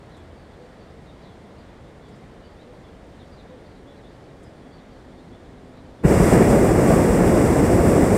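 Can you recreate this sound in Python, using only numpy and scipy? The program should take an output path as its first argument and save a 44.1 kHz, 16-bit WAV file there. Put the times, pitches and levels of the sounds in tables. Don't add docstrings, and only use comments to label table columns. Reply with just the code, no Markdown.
import sys
import numpy as np
from scipy import signal
from scipy.fft import rfft, irfft, next_fast_len
from scipy.io import wavfile
from scipy.ndimage import map_coordinates

SR = 44100
rng = np.random.default_rng(int(sys.argv[2]) if len(sys.argv) > 2 else 0)


def generate_wav(sig):
    pcm = np.round(np.clip(np.atleast_2d(sig).T, -1, 1) * 32767).astype(np.int16)
    wavfile.write(sys.argv[1], SR, pcm)


N = 360297

VALVE_OPEN_S, IGNITION_S = 6.027, 6.046
# freq_hz, density_db
ROAR_SPECTRUM = [(20, -26), (40, -1), (90, -0.5), (190, 1), (370, 1), (530, -3), (700, -6.5), (850, -14),
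                 (1200, -23), (3000, -49.5)]
# freq_hz, density_db
TEARING_SPECTRUM = [(400, -38), (900, -0.5), (1250, -2), (1600, -3.5), (2000, -3.5), (2350, -7.5),
                    (2650, -14.5), (2850, -12.5), (3100, -30.5), (4000, -25.5), (8000, -41)]


def amp(db):
    return 10 ** (np.asarray(db) / 20)


def clock():
    return np.arange(N) / SR


def hump(centre_s, width_s):
    return np.exp(-((clock() - centre_s) / width_s) ** 2)


def wobble(knots_per_s):
    knots = rng.standard_normal(int(N * knots_per_s / SR) + 4)
    coarse = np.arange(0, N + 16, 16)
    return np.interp(np.arange(N), coarse, map_coordinates(knots, [coarse * knots_per_s / SR]))


def filtered(x, response):
    size = next_fast_len(N + SR // 2)
    return irfft(rfft(x, size) * response(np.fft.rfftfreq(size, 1 / SR)), size)[:N]


def coloured(x, spectrum):
    freq_hz, density_db = np.transpose(spectrum)
    gain = lambda hz: amp(np.interp(np.log(hz + 1), np.log(freq_hz), density_db))
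    shaped = filtered(x, lambda hz: gain(hz) * hz / np.hypot(hz, 10))
    return shaped / np.sqrt(np.mean(shaped ** 2) + 1e-20)


def noise(spectrum):
    return coloured(rng.standard_normal(N), spectrum)


def traffic(fade_db_per_s=0.25):
    # freq_hz, density_db
    rumble_spectrum = [(20, -11), (50, 1), (130, -1.5), (260, -3.5), (400, -6), (520, -7), (700, -10.5),
                       (1000, -23), (2500, -55), (8000, -90)]
    tyre_spectrum = [(300, -22), (750, 0), (1100, -2), (1500, -5), (2000, -5.5), (2600, -13), (3600, -13.5),
                     (4600, -21), (6500, -38), (12000, -80)]
    hiss_spectrum = [(2500, -10), (4600, 3), (5700, 1), (6600, -1.5), (7200, 0), (7800, -2), (9100, -2),
                     (9400, -5), (10000, -5.5), (10300, -10.5), (13000, -14), (15500, -20)]
    drift_db = fade_db_per_s * (clock().mean() - clock())
    rumble = amp(-45 + 0.24 * wobble(11)) * noise(rumble_spectrum)
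    tyres = amp(-55.5 + drift_db + 0.31 * wobble(8.8)) * noise(tyre_spectrum)
    hiss = amp(-68.5 + 0.34 * wobble(8.6)) * noise(hiss_spectrum)
    return rumble + tyres + hiss


def engines(pitch_drop=0.055):
    # start_s, end_s, start_pitch_hz, level_db
    passes = [(0, 4.8, 462, -55), (4.45, 6.25, 265, -49), (0, .55, 84, -50), (3.5, 4.2, 590, -54.5),
              (5.15, 6.1, 402, -51.5)]
    notes = np.zeros(N)
    for start_s, end_s, start_pitch_hz, level_db in passes:
        paths = 0.7 + 0.45 * (wobble(9) + 1j * wobble(9))
        progress = np.clip((clock() - start_s) / (end_s - start_s), 0, 1)
        pitch_hz = start_pitch_hz * (1 - pitch_drop * progress)
        swell = np.sqrt(np.abs(np.sin(np.pi * progress)))
        tone = np.exp(2j * np.pi * np.cumsum(pitch_hz) / SR)
        notes += amp(level_db) * swell * np.real(paths * tone)
    return notes


def bird_calls(rows, length_s, quaver_depth=0.032):
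    calls = np.zeros(N + SR)
    quaver = 1 + quaver_depth * wobble(330)
    progress = np.linspace(0, 1, int(length_s * SR))
    envelope = np.sin(np.pi * progress)
    for centre_s, mid_pitch_hz, glide_oct, level_db in rows:
        span = max(int((centre_s - length_s / 2) * SR), 0) + np.arange(len(progress))
        pitch_hz = mid_pitch_hz * 2 ** (glide_oct * (progress - 0.5)) * quaver[span % N]
        calls[span] += amp(level_db) * envelope * np.sin(2 * np.pi * np.cumsum(pitch_hz) / SR)
    return calls[:N]


def flock(count=260):
    when, height, glide, strength = rng.random((count, 4)).T
    pitch_hz = np.interp(height, [0, 1], [3050, 4650])
    glide_oct = np.interp(glide, [0, 1], [-0.4, 0.15])
    level_db = -72.5 + 7 * strength - 3 * height
    return bird_calls(zip(when * N / SR, pitch_hz, glide_oct, level_db), length_s=0.045)


def birds(t60_s=0.3):
    # centre_s, mid_pitch_hz, glide_oct, level_db
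    chirps = [(.135, 3930, -.4, -60), (.19, 3370, -.12, -64), (.39, 4620, -.1, -66), (.82, 4450, -.15, -64),
              (1.09, 3720, -.1, -60), (1.245, 4200, -.5, -59), (1.3, 3400, -.2, -61), (1.59, 4600, .2, -65),
              (2.05, 3480, -.1, -62), (2.14, 4980, -.1, -67), (2.45, 3000, .15, -61.5),
              (2.465, 4450, -.2, -63), (2.61, 3850, .3, -61.5), (2.86, 3400, -.2, -61),
              (3.21, 3700, -.3, -60.5), (3.335, 4700, .1, -63.5), (3.395, 3800, -.4, -59),
              (3.665, 4370, -.15, -63), (3.89, 3380, .1, -60), (4.06, 3570, .15, -60),
              (4.46, 5040, -.1, -66.5), (4.745, 4500, -.2, -61.5), (4.8, 3560, .1, -64),
              (5.34, 3420, .12, -61), (5.785, 3950, .2, -62)]
    # centre_s, pitch_hz, level_db
    hoots = [(.63, 493, -48), (2.69, 496, -47), (3.53, 507.6, -43)]
    flat_hoots = [(centre_s, pitch_hz, 0, level_db) for centre_s, pitch_hz, level_db in hoots]
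    calls = bird_calls(chirps, length_s=0.065) + flock()
    calls += bird_calls(flat_hoots, length_s=0.1, quaver_depth=0.03)
    tail = rng.standard_normal(SR // 2) * amp(-60 * clock()[:SR // 2] / t60_s)
    echoes = signal.fftconvolve(calls, tail / np.linalg.norm(tail))[:N]
    return amp(-1) * calls + amp(-2) * echoes


def rigging(t60_s=0.1):
    # start_s, level_db
    ticks = [(.168, -63), (2.085, -64), (2.16, -68), (4.43, -60)]
    # freq_hz, density_db
    tick_spectrum = [(3000, -25), (6000, -6), (7500, 3), (9800, -3), (12000, -18), (15000, -25)]
    envelope = np.zeros(N)
    for start_s, level_db in ticks:
        age_s = np.maximum(clock() - start_s, 0)
        envelope += amp(level_db - 60 * age_s / t60_s) * (clock() >= start_s)
    return envelope * noise(tick_spectrum)


def gas_feed(rise_s, peak_s, width_s, overshoot_db, sag_db_per_s=0.42):
    age_s = np.maximum(clock() - VALVE_OPEN_S, 0)
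    onset = 1 - np.exp(-(age_s / rise_s) ** 2)
    return onset * amp(overshoot_db * hump(VALVE_OPEN_S + peak_s, width_s) - sag_db_per_s * age_s)


def gas_pockets(per_s):
    return rng.standard_normal(N) * (rng.random(N) < per_s / SR)


def cavity_ring(flame):
    # centre_hz, width_hz, gain_db
    modes = [(92, 12, -5), (176, 14, -5), (1143, 9, -1)]
    return filtered(flame, lambda hz: 1 + sum(
        amp(gain_db) * 1j * hz * width_hz / (centre_hz ** 2 - hz ** 2 + 1j * hz * width_hz)
        for centre_hz, width_hz, gain_db in modes))


def burner(roar_db=-14.6, tearing_db=-31.5, hiss_db=-37, flare_share=0.48):
    # centre_s, boost_db
    flares = [(6.535, 2.5), (6.93, 3.2), (7.35, 0.5), (7.88, 1), (8.01, 1)]
    flare_db = sum(boost_db * hump(centre_s, width_s=0.039) for centre_s, boost_db in flares)
    flutter = wobble(45)
    roar = amp(roar_db + flare_db + 0.91 * flutter) * noise(ROAR_SPECTRUM)
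    roar *= gas_feed(rise_s=0.041, peak_s=0.33, width_s=0.095, overshoot_db=3.3)
    tearing = coloured(gas_pockets(per_s=10000), TEARING_SPECTRUM)
    tearing *= amp(tearing_db + flare_share * flare_db + 0.52 * flutter)
    tearing *= gas_feed(rise_s=0.036, peak_s=0.32, width_s=0.13, overshoot_db=4.1)
    # freq_hz, density_db
    bright_spectrum = [(2500, -14), (3400, -7), (4100, -16.5), (4900, -5.5), (5500, -4.5), (6700, -7.5),
                       (7200, -1), (8450, 2.5), (9100, -7), (9900, -5), (10500, -9.5), (13300, -13.5),
                       (13900, -10), (15700, -28)]
    hiss = amp(hiss_db + flare_share * flare_db + 0.98 * wobble(32)) * noise(bright_spectrum)
    hiss *= gas_feed(rise_s=0.038, peak_s=0.27, width_s=0.14, overshoot_db=3.1)
    return cavity_ring(roar + tearing) + hiss


def ignition(swing_hz=205, slowing_s=0.036, push_hz=58, puff_width_s=0.013):
    age_s = np.maximum(clock() - IGNITION_S, 0)
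    envelope = (1 - np.exp(-age_s / 0.0025)) * np.exp(-(age_s / 0.032) ** 2)
    swing_cycles = swing_hz * slowing_s * np.log1p(age_s / slowing_s)
    swing = amp(-3.5) * np.sin(2 * np.pi * swing_cycles) * np.exp(-age_s / 0.037)
    push = amp(-12) * np.sin(2 * np.pi * push_hz * age_s)
    puff = amp(-15) * noise(ROAR_SPECTRUM) + amp(-30) * noise(TEARING_SPECTRUM)
    return envelope * (swing + push) + hump(IGNITION_S + puff_width_s / 2, puff_width_s) * puff


def scene():
    mono = burner() + ignition() + traffic() + engines() + birds() + rigging()
    return np.array([mono, mono])


def record(dry):
    cutoff_hz, transition_hz = 15720, 200
    limited = dry / (1 + np.abs(dry) ** 8) ** (1 / 8)
    low_pass = lambda hz: np.clip((cutoff_hz - hz) / transition_hz + 0.5, 0, 1)
    return np.array([filtered(channel, low_pass) for channel in limited])


dry = scene()
out = record(dry)
generate_wav(out)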